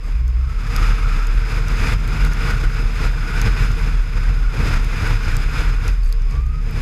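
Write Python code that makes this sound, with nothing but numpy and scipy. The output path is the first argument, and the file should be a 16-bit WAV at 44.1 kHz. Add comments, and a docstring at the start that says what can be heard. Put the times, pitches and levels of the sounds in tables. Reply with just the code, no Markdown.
"""Wind throbs and rushes over a small case mounted on the flank of a car drifting round a wet track.
Eddies shed by the mount make the deep throb, which breaks up whenever a gust rises. One airflow,
a stream with gusts on top, drives the rumble, the rush through the housing and the hiss of spray.
Underneath, the engine is held at high revs, the tyres stick and slip into a scrub and a late squeal,
and drops tick on the case."""
import sys
import numpy as np
from scipy import signal
from scipy.fft import rfft, irfft, next_fast_len
from scipy.io import wavfile
from scipy.ndimage import uniform_filter1d

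SR = 44100
rng = np.random.default_rng(int(sys.argv[2]) if len(sys.argv) > 2 else 0)


def wav_out(sig):
    """Save sig, one row per channel (or a flat mono array), as 16-bit PCM at SR to the path in sys.argv[1]."""
    wavfile.write(sys.argv[1], SR, np.round(np.clip(np.atleast_2d(sig).T, -1, 1) * 32767).astype(np.int16))


N = 300321

# Table levels are relative: the layers add their own gain.
# stream over the housing, strong while the car is sideways: t/s, level/dB
AIR_STREAM = [(0.0, -61.5), (0.3, -53), (0.55, -47), (0.75, -44), (3.9, -40.5), (4.05, -44.5), (4.5, -46),
              (4.85, -40.8), (5.85, -46), (6.0, -48.5), (6.5, -53), (6.81, -42)]
# gusts on top of the stream: peak t/s, level/dB, rise/s, fall/s, extra bass/dB
AIR_GUSTS = [(0.119, -47.5, 0.095, 0.088, 3.5), (0.826, -33, 0.089, 0.087, -1.5),
             (1.153, -39.5, 0.2, 0.14, -3), (1.577, -36.5, 0.12, 0.016, -1.5),
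             (1.932, -30.5, 0.15, 0.014, -1), (2.25, -35.5, 0.123, 0.025, 1), (2.514, -32, 0.11, 0.012, 0),
             (2.64, -37, 0.088, 0.014, 0.5), (2.797, -39, 0.069, 0.022, -0.9),
             (3.058, -34.5, 0.086, 0.028, 0), (3.469, -33, 0.13, 0.03, 0.2), (3.605, -33, 0.049, 0.053, -1),
             (3.83, -42.5, 0.054, 0.099, 3.5), (4.19, -42, 0.069, 0.17, 0.5), (4.6, -38, 0.045, 0.091, 3),
             (4.745, -32.5, 0.095, 0.033, 3.5), (5.051, -32.9, 0.08, 0.088, 0.5),
             (5.272, -35.5, 0.041, 0.158, -1.5), (5.593, -33, 0.055, 0.087, -1.5),
             (5.881, -37, 0.044, 0.026, 2.5), (6.371, -46.5, 0.063, 0.0089, 6),
             (6.811, -41, 0.058, 0.14, 3.5)]
# rate at which eddies peel off the mount: t/s, f/Hz
EDDY_RATE = [(0, 36.15), (.7, 38.87), (.95, 36.65), (1.6, 37.86), (2.25, 40.2), (2.6, 37), (3.1, 36),
             (3.55, 39.16), (4.1, 37.5), (4.4, 38.43), (4.85, 37.2), (5.2, 33.47), (5.4, 35.44),
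             (5.65, 39.86), (5.9, 39.6), (6.15, 36.92), (6.81, 34.77)]
# spectrum of the deep turbulence: f/Hz, level/dB
RUMBLE_SPECTRUM = [(25, -7), (45, -2.5), (65, 0), (82, -3), (103, -1), (125, -3.5), (150, -6), (185, -17.5),
                   (260, -23.5), (400, -37.5)]
# spectrum of gusts roaring against the case: f/Hz, level/dB
ROAR_SPECTRUM = [(150, 0), (220, 2.5), (290, -0.5), (380, -6.5), (460, -1), (540, -10.5), (700, -11.5),
                 (950, -9.5), (1400, -15.5), (2200, -22)]
# spectrum of the spray's hiss: f/Hz, level/dB
HISS_SPECTRUM = [(2500, -6), (4000, -13), (5600, -3.5), (6500, 2.5), (7600, -4), (8900, -9.5), (9800, -4.5),
                 (10400, -9.5), (11300, -4.5), (13000, -14), (15500, -39)]
# spectrum of air rushing through the housing: f/Hz, level/dB
RUSH_SPECTRUM = [(300, -4), (600, -9), (900, -5), (1500, -3.5), (2500, -2.5), (3100, -11.5), (4200, -10),
                 (5600, -19.5), (9000, -30)]
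# air resonances of the housing: f/Hz, width/Hz, level/dB
HOUSING_MODES = [(455.6, 33, 2), (955, 120, -6), (1232, 120, -1), (1462, 396, 0), (2080, 470, -5.5),
                 (2426, 400, -2), (3526, 330, -10.5), (5010, 274, -6)]
# spectrum of the air at each microphone port: f/Hz, level/dB
PORT_SPECTRUM = [(40, -15), (130, -11.5), (300, -2), (700, -5.5), (1100, -24.5), (2500, -27), (7000, -21),
                 (15000, -27.5)]
# mount resonances that the road keeps humming: f/Hz, width/Hz, level/dB
MOUNT_MODES = [(463, 8.2, -55.5), (2320, 880, -55.5), (5040, 240, -58.5)]
# engine on the throttle through the slide, lifted, then opened again: t/s, firing f/Hz, level/dB
ENGINE_REVS = [(0, 141.4, -46), (.45, 134.2, -38.5), (.8, 140.1, -33.5), (1.3, 150, -40),
               (1.55, 143.1, -32), (2.25, 146.9, -28.5), (2.6, 139, -31.5), (3.1, 145.7, -40.5),
               (3.5, 152, -32), (3.9, 147.5, -30.5), (4.1, 144, -42), (4.5, 141.2, -37.5),
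               (4.7, 139.8, -34), (5.65, 149.4, -34.5), (6.05, 136.7, -45), (6.3, 140.1, -39),
               (6.6, 149, -31.5), (6.81, 144.2, -26.5)]
# handfuls of spray thrown at the case: start t/s, length/s, level/dB
SPRAY_SPATTERS = [(.03, .06, -47), (5.898, .04, -43), (6.031, 0.074, -39.5), (6.291, 0.033, -46),
                  (6.413, 0.017, -49)]
# modes of the case under a drop: f/Hz, level/dB, t60/s
CASE_MODES = [(4650, -11, 0.019), (6440, -11.5, 0.0084), (7740, -12.5, 0.0077), (9500, -22, 0.0081),
              (10880, -8.5, 0.003), (12000, -16, 0.0058)]
# air buffeting the flank while the car runs straighter: start t/s, length/s, starting f/Hz, level/dB
SIDE_BUFFETS = [(0.141, 0.28, 54.9, -16), (6.33, 0.133, 58.4, -18)]
# single drops hitting the case: t/s, level/dB, ring f/Hz
DROP_HITS = [(0.2798, -42, 6370), (0.7635, -22.5, 5100), (1.27, -34, 6630), (1.6833, -32, 6290),
             (2.0771, -33, 4060), (2.2498, -28.5, 4070), (2.3347, -32.5, 6230), (2.5083, -36, 6850),
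             (3.4158, -23, 6240), (3.7173, -36.5, 6670), (4.8465, -37, 6690), (5.3675, -27, 7260),
             (5.8804, -29, 5900), (6.126, -28.5, 4950), (6.221, -44, 6130), (6.311, -43, 6600),
             (6.4653, -48, 6370), (6.71, -41, 12970)]
# sliding rear tyres: t/s, stick-slip f/Hz, level/dB
TYRE_SCRUB = [(.3, 1238, -63), (.48, 1304, -40), (.7, 1284, -44.5), (.83, 1288, -29), (.95, 1330, -38.5),
              (1.12, 1322, -30), (1.3, 1390, -38.5), (1.5, 1430, -37), (1.9, 1408, -45), (2.2, 1427, -34.5),
              (2.5, 1446, -33.5), (2.9, 1421, -41), (3.4, 1462, -32.5), (4.0, 1448, -44),
              (4.7, 1427, -37.5), (5.9, 1450, -39.5), (6.05, 1432, -70)]
# one tyre finds grip and sings: t/s, f/Hz, level/dB
TYRE_SQUEAL = [(6.25, 1096, -57), (6.31, 1112, -51), (6.37, 1151, -41), (6.45, 1230, -50),
               (6.53, 1255, -48), (6.6, 1245, -45), (6.68, 1240, -77)]


def from_db(db):
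    """Decibels to gain."""
    return 10 ** (np.asarray(db) / 20)


def rms_one(x):
    """Scale to rms 1."""
    return x / np.sqrt(np.mean(x ** 2) + 1e-20)


def automation(rows):
    """Breakpoints to one curve per column after the time, sample by sample."""
    times, *columns = np.transpose(rows)
    return [np.interp(np.arange(N) / SR, times, column) for column in columns]


def shaped_noise(colour):
    """Noise through the EQ curve colour(hz); rms 1."""
    size = next_fast_len(N)
    hz = np.arange(size // 2 + 1) * SR / size
    white = rfft(rng.standard_normal(size))
    return rms_one(irfft(white * colour(hz), size)[:N])


def drift(rate_hz):
    """Random modulator that rolls off above rate_hz; rms 1."""
    return shaped_noise(lambda hz: 1 / (1 + (hz / rate_hz) ** 4))


def broad_noise(spectrum):
    """Noise bed with a smooth spectrum, rolled off beyond both ends."""
    f, db = np.transpose(spectrum)

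    def colour(hz):
        gain = from_db(np.interp(np.log(hz + 1e-9), np.log(f), db))
        low_cut = np.minimum(hz / f[0], 1) ** 2
        return gain * low_cut / (1 + (hz / f[-1] / 2) ** 2)
    return shaped_noise(colour)


def resonant_noise(modes):
    """Noise in steep-sided resonances."""
    def colour(hz):
        peaks = [from_db(db) / (1 + ((hz - f) / (0.75 * width)) ** 2) for f, width, db in modes]
        return np.sqrt(sum(peak ** 2 for peak in peaks))
    return shaped_noise(colour)


def wavering_phase(hz, jitter, rate_hz):
    """Running phase of a pitch that wanders by the fraction `jitter`."""
    return 2 * np.pi * np.cumsum(hz * (1 + jitter * drift(rate_hz))) / SR


def with_octave(phase, octave_db):
    """A sine with its octave layered on top."""
    return np.sin(phase) + from_db(octave_db) * np.sin(2 * phase)


def ring(clicks, hz, t60):
    """Each click sets a decaying sine ringing."""
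    decay, step = from_db(-60 / (t60 * SR)), 2 * np.pi * hz / SR
    return signal.lfilter([0, np.sin(step)], [1, -2 * decay * np.cos(step), decay ** 2], clicks + 1e-18)


def airflow(bass=False, gust_shape=1.475):
    """Gusts swell and die, adding power to the stream; returns the total and the gusts' lift in dB."""
    stream_db, = automation(AIR_STREAM)
    t = np.arange(N) / SR
    power = from_db(stream_db) ** 2
    for peak_s, db, rise_s, fall_s, bass_db in AIR_GUSTS:
        from_peak = np.abs((t - peak_s) / np.where(t < peak_s, rise_s, fall_s))
        swell = np.exp(-from_peak ** gust_shape)   # shape 1 is a pointed peak, 2 a round bell
        power += from_db(db + bass * bass_db) ** 2 * swell
    flow_db = 10 * np.log10(power)
    return flow_db, flow_db - stream_db


def eddy_throb(flow_db, level_db=-15.5, uneven_db=2.5, duck_db_per_db_per_s=0.075,
               panel_hz=102, panel_width_hz=5):
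    """Eddies peel off the mount almost regularly; their throb ducks while the airflow rises."""
    hz, = automation(EDDY_RATE)
    phase = wavering_phase(hz, jitter=0.0748, rate_hz=16.22)
    rise_db_per_s = uniform_filter1d(np.maximum(np.gradient(flow_db) * SR, 0), size=SR // 50)
    # in a strong stream the body panel booms whenever the third harmonic meets its resonance
    drive = from_db(-11 + 0.42 * (flow_db - flow_db.mean()))
    boom = drive / (1 + ((3 * hz - panel_hz) / panel_width_hz) ** 2)
    wave = with_octave(phase, octave_db=-23) - boom * np.sin(3 * phase)
    duck_db = duck_db_per_db_per_s * rise_db_per_s
    return from_db(level_db - duck_db + uneven_db * drift(19.7)) * rms_one(wave)


def air_layer(spectrum, flow_db, level_db, follows, lumpy_db):
    """Noise that rides a share of the airflow's swing, with lumps of its own."""
    swing_db = follows * (flow_db - flow_db.mean())
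    return from_db(level_db + swing_db + lumpy_db * drift(18.6)) * broad_noise(spectrum)


def wind(flow_db, housing_db=3.0, rush_db=-1.0, flutter_db=0.96):
    """Turbulence rumbles, roars, rushes and carries spray; all but the rumble flutters together."""
    bass_flow_db, _ = airflow(bass=True)
    rumble = air_layer(RUMBLE_SPECTRUM, bass_flow_db, level_db=-28.0, follows=0.82, lumpy_db=2.5)
    roar = air_layer(ROAR_SPECTRUM, bass_flow_db, level_db=-40.5, follows=0.96, lumpy_db=2.5)
    hiss = air_layer(HISS_SPECTRUM, flow_db, level_db=-51.0, follows=0.96, lumpy_db=0.6)
    housing = from_db(flow_db + housing_db) * resonant_noise(HOUSING_MODES)
    rush = from_db(flow_db + rush_db) * broad_noise(RUSH_SPECTRUM)
    return rumble + from_db(flutter_db * drift(40)) * (roar + housing + rush + hiss)


def port_air(level_db=-58.0):
    """The two microphone ports sit close together: only this faint air gives stereo width."""
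    return from_db(level_db) * np.array([broad_noise(PORT_SPECTRUM), broad_noise(PORT_SPECTRUM)])


def road_hum(flow_db, follows=0.22, waver_db=2.0):
    """The rolling car keeps the mount humming, a little louder as the airflow builds in the slide."""
    hum = sum(from_db(db) * resonant_noise([(hz, width, 0)]) for hz, width, db in MOUNT_MODES)
    return from_db(follows * (flow_db - flow_db.mean()) + waver_db * drift(5.9)) * hum


def engine(trim_db=-1.0, rough_db=3.0):
    """Exhaust note: the firing rate, with half orders from unequal cylinders."""
    hz, db = automation(ENGINE_REVS)
    phase = wavering_phase(hz, jitter=0.0242, rate_hz=24.0)
    orders_db = {0.5: -1, 1: 4.5, 1.5: -7, 2: -20, 2.5: -19, 3: -16.5}
    note = sum(from_db(order_db + rough_db * drift(34)) * np.sin(order * phase)
               for order, order_db in orders_db.items())
    return from_db(db + trim_db) * rms_one(note)


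def spray_patter(per_s=110, click_db=-57, spread_db=5.0, spatter_per_s=900):
    """Fine spray patters at random on the case's modes, densely during a spatter."""
    t = np.arange(N) / SR
    hits = rng.random(N) < per_s / SR
    sizes = from_db(click_db + spread_db * np.minimum(rng.exponential(1, N), 3))
    thrown = sum(from_db(db) * ((t > start) & (t < start + length))
                 for start, length, db in SPRAY_SPATTERS)
    clicks = hits * sizes + thrown * (rng.random(N) < spatter_per_s / SR)
    return sum(from_db(db) * ring(clicks * rng.standard_normal(N), hz, t60) for hz, db, t60 in CASE_MODES)


def add_buffets(throb, attack_s=0.026, release_s=0.15, glide_hz_per_s=27, duck_db=-5):
    """Air beats on the flank: each buffet swells, creeps up in pitch and fades, ducking the throb."""
    for start, length, hz, db in SIDE_BUFFETS:
        age = np.arange(N) / SR - start
        envelope = np.clip(age / attack_s, 0, 1) * np.clip(1 - (age - length) / release_s, 0, 1)
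        phase = wavering_phase(hz + glide_hz_per_s * age, jitter=0.048, rate_hz=25)
        buffet = rms_one(with_octave(phase, octave_db=-21))
        throb = throb * from_db(duck_db * envelope) + from_db(db) * envelope * buffet
    return throb


def drop_ticks(trim_db=-3.0, ping_db=-2.5, ping_t60=0.0047, splash_s=0.00039, low_cut_hz=3200):
    """Each drop splashes briefly on the case, which rings along with a ping of the drop's own."""
    ticks, size = np.zeros(N + SR), SR // 40
    splashes = rng.standard_normal((len(DROP_HITS), size)) * np.exp(-np.arange(size) / (splash_s * SR))
    for (start, db, ping_hz), splash in zip(DROP_HITS, splashes):
        modes = CASE_MODES + [(ping_hz, ping_db, ping_t60)]
        tick = sum(from_db(mode_db) * rms_one(ring(splash, hz, t60)) for hz, mode_db, t60 in modes)
        at, first_4_ms = int(start * SR), tick[:SR // 250]
        ticks[at:at + size] += from_db(db + trim_db) * tick / first_4_ms.std()
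    low_cut = signal.butter(2, low_cut_hz, "high", fs=SR, output="sos")
    return signal.sosfilt(low_cut, ticks[:N] + 1e-18)


def tyre(curve, trim_db, jitter, rough_db, octave_db):
    """Tread sticks and slips at a wandering rate, in uneven bursts."""
    hz, db = automation(curve)
    phase = wavering_phase(hz, jitter, rate_hz=109.4)
    tone = with_octave(phase, octave_db) * from_db(rough_db * drift(106))
    return from_db(db + trim_db) * rms_one(tone)


def tyre_scrub(gust_db, follows=0.51):
    """Two driven tyres slide at the same speed, one more coarsely; both swell with the gusts."""
    smooth = tyre(TYRE_SCRUB, trim_db=-4.5, jitter=0.04, rough_db=4.5, octave_db=-32)
    coarse = tyre(TYRE_SCRUB, trim_db=-13.0, jitter=0.085, rough_db=4.5, octave_db=-11.5)
    return (smooth + coarse) * from_db(follows * gust_db)


def scene():
    """Wind in front, the car beneath it, spray on top."""
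    flow_db, gust_db = airflow()
    scrub = tyre_scrub(gust_db)
    squeal = tyre(TYRE_SQUEAL, trim_db=1.5, jitter=0.021, rough_db=2.8, octave_db=-13)
    air = add_buffets(eddy_throb(flow_db)) + wind(flow_db) + port_air()
    car = road_hum(flow_db) + engine() + scrub + squeal
    return air + car + drop_ticks() + spray_patter()


def record(dry, cutoff_hz=15300):
    """A steep high cut on the whole mix."""
    return signal.sosfilt(signal.ellip(10, 0.1, 80, cutoff_hz, fs=SR, output="sos"), dry)


dry = scene()
out = record(dry)
wav_out(out)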